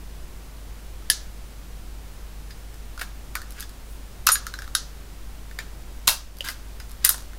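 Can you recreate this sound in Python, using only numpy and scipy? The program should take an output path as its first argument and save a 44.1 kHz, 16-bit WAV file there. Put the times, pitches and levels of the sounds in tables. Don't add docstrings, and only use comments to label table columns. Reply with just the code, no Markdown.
import sys
import numpy as np
from scipy import signal
from scipy.fft import rfft, irfft, next_fast_len
from scipy.io import wavfile
from scipy.ndimage import uniform_filter1d

SR = 44100
rng = np.random.default_rng(int(sys.argv[2]) if len(sys.argv) > 2 else 0)


def persist_wave(psi):
    counts = np.round(np.clip(psi, -1, 1) * 32767).astype(np.int16)
    wavfile.write(sys.argv[1], SR, np.atleast_2d(counts).T)


def linear_from_db(decibels):
    return 10 ** (np.asarray(decibels, float) / 20)


N = 325743


def band(x, lo_hz, hi_hz):
    return signal.lfilter(*signal.butter(2, [lo_hz, min(hi_hz, .45 * SR)], "bandpass", fs=SR), x)


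def fade(t, t60):
    return np.exp(-np.log(1000) * t / t60)


def add(out, s, x):
    i = int(s * SR)
    out[i:i + len(x)] += x[:N - i]


def strike(modes, chance, push, scatter_db=3):
    t = np.arange(2048) / SR
    hz, db, t60 = np.transpose(modes)[:, :, None]
    size, detune = chance[:len(modes), None], chance[-len(modes):, None]
    tone = np.sin(2 * np.pi * hz * (1 + .015 * detune) * t)
    body = linear_from_db(db + scatter_db * size) * fade(t, t60) * tone
    x = signal.fftconvolve(body.sum(axis=0), push)[:len(t)]
    return x / np.abs(x).max()


def ring(hz, db, t60):
    t = np.arange(16384) / SR
    return linear_from_db(db) * (1 - fade(t, 0.0015)) * fade(t, t60) * np.sin(2 * np.pi * hz * t)


DULL_FRAME_DB, DULL_SPRINGS_DB = -.4, -4
SPRING_SHARE = .6


def ticks(rows):
    return [(s, db, hz, DULL_FRAME_DB - up, DULL_SPRINGS_DB + SPRING_SHARE * up) for s, db, hz, up in rows]


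# [t/s, levers level/dB, frame f/Hz, frame rel level/dB, springs rel level/dB]
BLOWS = [(1.0997, -6.5, 1734, -11, -3), (3.3531, -22.5, 1507, 6, .4), (3.6057, -31, 1900, -10, 7),
         (4.2695, -5.5, 1400, -5.5, -1.5), (4.2887, -9, 1300, -2.5, -4.5), (4.3551, -19, 1680, -.4, -5.5),
         (4.7506, -9.5, 1590, -9, -7), (5.5881, -28, 1800, 4.5, -3), (6.0775, -4, 1220, -13, -3.5),
         (6.0867, -17.5, 1350, -6.5, 3), (6.407, -29.5, 1730, -11.5, -4.5),
         (6.4862, -21.5, 1620, -1.5, -2.5), (7.0483, -10.5, 1930, -9, 10.5), (7.0916, -13, 1500, -8, 10.5)]
# [t/s, level/dB, frame f/Hz, brightness/dB]
BOUNCES = [(4.2804, -27, 2600, -3), (4.2925, -25, 1680, -4), (4.2951, -21, 1540, -6),
           (4.301, -31, 1220, .3), (6.4904, -35, 1620, -9), (7.0788, -29, 1660, 1.5),
           (7.1014, -23.5, 1540, 3), (7.143, -29, 1530, 4), (7.18, -36, 1580, 6), (7.205, -41, 1500, 6),
           (7.222, -43, 1500, 5)]
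# [t/s, level/dB, frame f/Hz, brightness/dB]
PAWL = [(1.0222, -49, 1300, -1.5), (2.5059, -45, 1760, -5), (2.7416, -43, 1480, 1.5),
        (2.9767, -37, 1434, -3), (2.9955, -36, 1750, -1.5), (3.0129, -28, 1850, 1.5),
        (3.018, -30, 1550, .3), (3.4171, -35, 1810, 2.5), (3.6253, -33, 1710, 2.5), (3.6933, -41, 1740, 6),
        (4.4669, -25, 1470, .3), (4.539, -29, 1520, -1.5), (4.5884, -32, 1610, -.3),
        (4.6199, -33, 1550, -3), (4.6427, -41, 1560, -1.5), (4.677, -38, 1385, -1.5),
        (5.5117, -45, 1800, -4), (6.7997, -36, 1790, 3), (6.9694, -51, 1540, 3), (7.333, -45, 1770, -1.5)]
# [t/s, level/dB]
COILS = [
    (3.5063, -38),
    (3.521, -41),
    (3.5984, -36),
    (6.3689, -44),
    (6.3853, -41.5),
    (6.8942, -46),
    (6.9087, -44),
    (6.9157, -41),
]
COIL_FRAME_HZ, COIL_BRIGHT_DB = 1400, 11.5
# [multiple of its pitch, level/dB, t60/s]
FRAME = [(.85, -24, .01), (1., 13, 0.022), (1.15, 6, .01), (1.7, -15, .01)]
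# [f/Hz, level/dB, t60/s]
LEVERS = [(3240, -20.5, 0.017), (3440, 1.5, 0.0054), (3960, 1, 0.015), (4220, 5.5, 0.01), (4880, 2, 0.011),
          (5075, 10.5, 0.007), (5480, 0, 0.01), (6280, -8, 0.0056), (6460, -15, 0.0051),
          (7440, -9.5, 0.024)]
# [f/Hz, level/dB, t60/s]
SPRINGS = [(7860, -25, 0.011), (8600, -16, 0.0096), (9480, 4, 0.014), (10500, 8, 0.012),
           (11290, 2.5, 0.0033), (11900, 12, 0.0095), (12460, -18, 0.0077), (14200, -5, 0.0053)]
# [low f/Hz, high f/Hz]
PARTS = [(1000, 3000), (2850, 7500), (7800, 15000)]


def contacts():
    near, far, t = np.zeros(N), np.zeros(N), np.arange(512) / SR
    click = 1. * (t == 0)
    coils = [(s, db, COIL_FRAME_HZ, COIL_BRIGHT_DB) for s, db in COILS]
    for s, db, hz, frame_db, spring_db in BLOWS + ticks(BOUNCES + PAWL + coils):
        chance, rough = rng.standard_normal((3, 20)), rng.standard_normal((3, len(t)))
        rough = rough * (1 - fade(t, 0.0016))
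        frame = [(k * hz, d, t60) for k, d, t60 in FRAME]
        bands = [(hz / 1.4, hz * 1.3)] + PARTS[1:]
        groups = zip((frame, LEVERS, SPRINGS), (frame_db, 0, spring_db), bands, chance, rough, (.002, .004, .004))
        for modes, rel_db, (lo, hi), luck, noise, push_t60 in groups:
            crack = band(band(noise * fade(t, 0.011), lo, hi), lo, hi)
            blow = band(strike(modes, luck, noise * fade(t, push_t60)), lo, hi)
            add(near, s, linear_from_db(db + rel_db + 1.5) * blow)
            add(near, s, linear_from_db(db + rel_db + 1.3) * crack / np.abs(crack).max())
            even = band(band(click, lo, hi), lo, hi)
            add(far, s, linear_from_db(db + rel_db + 17.5) * even / np.linalg.norm(even))
    return near, far


FRAME_RING_DB, PAWL_RING_DB, FRAME_RING_T60_S = -9.5, -8, .08
# [t/s, f/Hz, level/dB, t60/s]
RINGS = [(1.1012, 10700, -1.5, .016), (1.1012, 10600, -27, .14), (1.102, 1720, -24, .09),
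         (4.75, 10500, -11.5, .026), (4.751, 10600, -32, .13), (4.276, 2660, -17, .035),
         (6.079, 2750, -13, .028), (6.09, 2700, -29, .2), (6.078, 1950, -14, .02),
         (6.088, 2200, -20.5, .02), (6.078, 170, -28, .035), (6.078, 300, -34, .03),
         (6.407, 3000, -19, .018), (6.407, 5100, -33, .012), (6.407, 550, -37, .085),
         (3.627, 3500, -29, .023), (3.607, 6400, -38, .05), (5.589, 7100, -40, .1),
         (5.589, 3800, -28, .018), (5.589, 2350, -36, .08), (4.539, 4050, -32, .04),
         (7.049, 9500, -7, .012), (7.062, 9550, -22, .2), (7.0915, 12300, -10.5, .02),
         (7.0915, 10300, -15, .025)]
# [t/s, level/dB]
ARM = [
    (1.1008, -15),
    (4.2703, -10.5),
    (4.289, -11.5),
    (4.296, -18),
    (7.093, -16),
    (7.102, -14),
]
ARM_HZ, ARM_T60_S = 4900, .014


def rings():
    out = np.zeros(N)
    modes = RINGS + [(s, ARM_HZ, db, ARM_T60_S) for s, db in ARM]
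    for rows, over_db in ((BLOWS, FRAME_RING_DB), (ticks(PAWL), PAWL_RING_DB)):
        modes = modes + [(s, hz, db + rel + over_db, FRAME_RING_T60_S) for s, db, hz, rel, _ in rows]
    for s, *mode in modes:
        flutter = uniform_filter1d(np.repeat(rng.standard_normal(128), 128), size=128)
        add(out, s, ring(*mode) * (1 + 0.5 * flutter))
    return out


# [f/Hz, level/dB, t60/s]
TONGUE = [(9631, -11, .22), (11770, -19, .16), (6799, -23, .25), (7596, -24, .13), (5529, -20, .035),
          (13160, -29, .1)]
TONGUE_FREE_S, TONGUE_HELD_S, TONGUE_HELD_DB = 4.3178, 4.352, -13


def tongue():
    out = np.zeros(N)
    tone = sum(ring(*mode) for mode in TONGUE)
    t = TONGUE_FREE_S + np.arange(len(tone)) / SR
    held = np.clip((t - TONGUE_HELD_S) / 0.0061, 0, 1)
    add(out, TONGUE_FREE_S, tone * linear_from_db(TONGUE_HELD_DB * held))
    return out


RATTLE_RISE_S, RATTLE_RISE_SHARE, SLIDE_RISE_SHARE = .006, .1, .28
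# [t/s of the top, t60/s, frame, levers, springs level/dB]
RATTLES = [(2.51, .063, -58, -46, -58), (2.995, .046, -34, -39, -38), (3.015, .08, -30, -53, -31.5),
           (3.62, .085, -46, -45, -52), (4.2668, .011, -50, -24, -14), (4.282, .22, -27, -37, -30),
           (5.592, .16, -35.5, -54, -47), (6.075, .034, -28, -15.5, -14), (6.086, .19, -26, -21, -19),
           (6.445, .2, -33, -38, -38), (6.5, .12, -37, -46, -38), (6.803, .079, -41, -47, -55),
           (7.047, .049, -34, -14, -35), (7.058, .098, -27, -34, -24), (7.105, .19, -42, -48, -31)]
# [t/s of the top, t60/s, frame, levers, springs level/dB]
SLIDES = [
    (3.59, .15, -41, -47, -52),
    (3.92, .3, -72, -64, -53),
    (6.478, .1, -37, -39, -46),
    (7.035, .11, -46.5, -50, -59),
]


def rattles():
    t, out = np.arange(N) / SR, np.zeros(N)
    moves = [(min(RATTLE_RISE_S, RATTLE_RISE_SHARE * row[1]), row) for row in RATTLES]
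    moves += [(SLIDE_RISE_SHARE * row[1], row) for row in SLIDES]
    frame = [(k * 1650, d, t60) for k, d, t60 in FRAME]
    for k, (modes, (lo, hi)) in enumerate(zip((frame, LEVERS, SPRINGS), PARTS)):
        uneven = np.repeat(rng.exponential(size=N // 16 + 1).clip(0, 4), 16)[:N]
        grains = rng.standard_normal(N) * linear_from_db(3.6 * uneven)
        effort = np.zeros(N)
        for rise, (s, t60, *db) in moves:
            u = t[:int((rise + t60) * SR)] - rise
            swell = np.where(u < 0, 1 + u / rise, fade(np.maximum(u, 0), t60))
            add(effort, s - rise, linear_from_db(db[k]) * swell)
        grains = grains / grains.std() * effort
        body = strike(modes, np.zeros(20), np.ones(1))
        rung = signal.oaconvolve(grains, body / np.linalg.norm(body))[:N]
        dry_ticks = band(grains, lo, hi) * np.sqrt(SR / 2 / (hi - lo))
        out += 0.45 * rung + 0.55 * dry_ticks
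    return out


# [t/s, level/dB, t60/s]
THUDS = [(4.288, -23, 0.05), (6.078, -28.5, 0.18), (7.048, -45, .08), (7.102, -37, 0.074),
         (7.143, -38.5, 0.059), (3.013, -37.5, 0.096), (1.101, -36, .05), (3.354, -46, .05),
         (6.486, -43, 0.07), (5.589, -40, 0.054), (7.18, -43, 0.057)]


def thuds():
    out, t = np.zeros(N), np.arange(8192) / SR
    for s, db, t60 in THUDS:
        add(out, s, linear_from_db(db + 14.5) * band(rng.standard_normal(len(t)) * fade(t, t60), 520, 1120))
    return out


# [delay t/s, level/dB]
ECHOES = [(.0068, -15), (.0108, -15), (.0163, -14)]


def echoes(x):
    out = np.zeros(N)
    for s, db in ECHOES:
        add(out, s, linear_from_db(db) * x)
    return band(out, 1000, 7500)


# [f/Hz, level/dB, t60/s]
ROOM = [(500, -30, .2), (1000, -6.5, 0.35), (2120, -12.5, 0.45), (3250, -9, 0.15), (5060, -7, 0.33),
        (6450, -7.5, 0.19), (9200, -19.5, 0.22), (14200, -6.5, 0.098)]


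def tail():
    t = np.arange(16384) / SR
    out = np.zeros(len(t))
    for hz, db, t60 in ROOM:
        part = band(rng.standard_normal(len(t)), hz / 1.51, hz * 1.415)
        part = part * fade(t, t60) * (1 - fade(t, 0.014))
        out += linear_from_db(db) * part / np.linalg.norm(part) * np.sqrt(hz / SR)
    return out


MAINS_HZ, HUM_DB = 50, -40


def hum(t):
    waver = uniform_filter1d(np.repeat(rng.standard_normal(N // 2048 + 1), 2048)[:N], size=2048)
    return linear_from_db(HUM_DB + 1.1 * waver) * np.sqrt(2) * np.sin(2 * np.pi * MAINS_HZ * t)


HISS_DB, HISS_TOP_HZ = -49, 15700
# [f/Hz, level/dB per Hz]
HISS = [(8, -3.5), (30, -8.5), (80, -16), (250, -25.5), (550, -30.5), (2000, -37), (8000, -42.5),
        (15000, -45)]


def hiss():
    size = next_fast_len(N)
    hz, table = np.fft.rfftfreq(size, 1 / SR), np.array(HISS)
    shape = linear_from_db(np.interp(np.log(hz + 1), np.log(table[:, 0]), table[:, 1])) * (hz < HISS_TOP_HZ)
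    x = irfft(rfft(rng.standard_normal(size)) * shape, size)[:N]
    return linear_from_db(HISS_DB) * x / band(x, 200, 15000).std()


# [t/s, level/dB]
GAIN = [
    (0, 0),
    (6.07, 0),
    (6.12, -3.5),
    (6.3, -3.5),
    (6.5, -0.5),
    (6.7, 0),
    (7.39, 0),
]


def noise_floor(t):
    return (hum(t) + hiss()) * linear_from_db(np.interp(t, *np.transpose(GAIN)))


SIDE_ECHO_DB, SIDE_BASS_DB, SIDE_TREBLE_DB = -19.5, -26, -19


def scene():
    t = np.arange(N) / SR
    near, far = contacts()
    loose = band(rattles(), 730, 22000) + thuds()
    free = rings() + tongue()
    punch = band(near, 800, 18900) + loose + free
    to_walls = far + loose + linear_from_db(-5) * free
    wet, other = (signal.oaconvolve(to_walls, tail())[:N] for _ in range(2))
    early = echoes(punch)
    apart = hiss()
    side = linear_from_db(SIDE_BASS_DB) * band(apart, 220, 1100) + linear_from_db(SIDE_TREBLE_DB) * band(apart, 4000, 27000)
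    side = side + linear_from_db(SIDE_ECHO_DB) * band(early + other, 400, 19000)
    return punch + early + wet + noise_floor(t) + side * np.array([[1], [-1]])


def roll_off(x):
    return signal.sosfilt(signal.butter(12, 17000, fs=SR, output="sos"), x)


TOP_HZ = 16600


def record(dry):
    low_pass = signal.ellip(8, .2, 60, TOP_HZ, fs=SR, output="sos")
    mix = signal.sosfilt(low_pass, np.clip(dry, -.9, .9))
    return roll_off(mix)


dry = scene()
out = record(dry)
persist_wave(out)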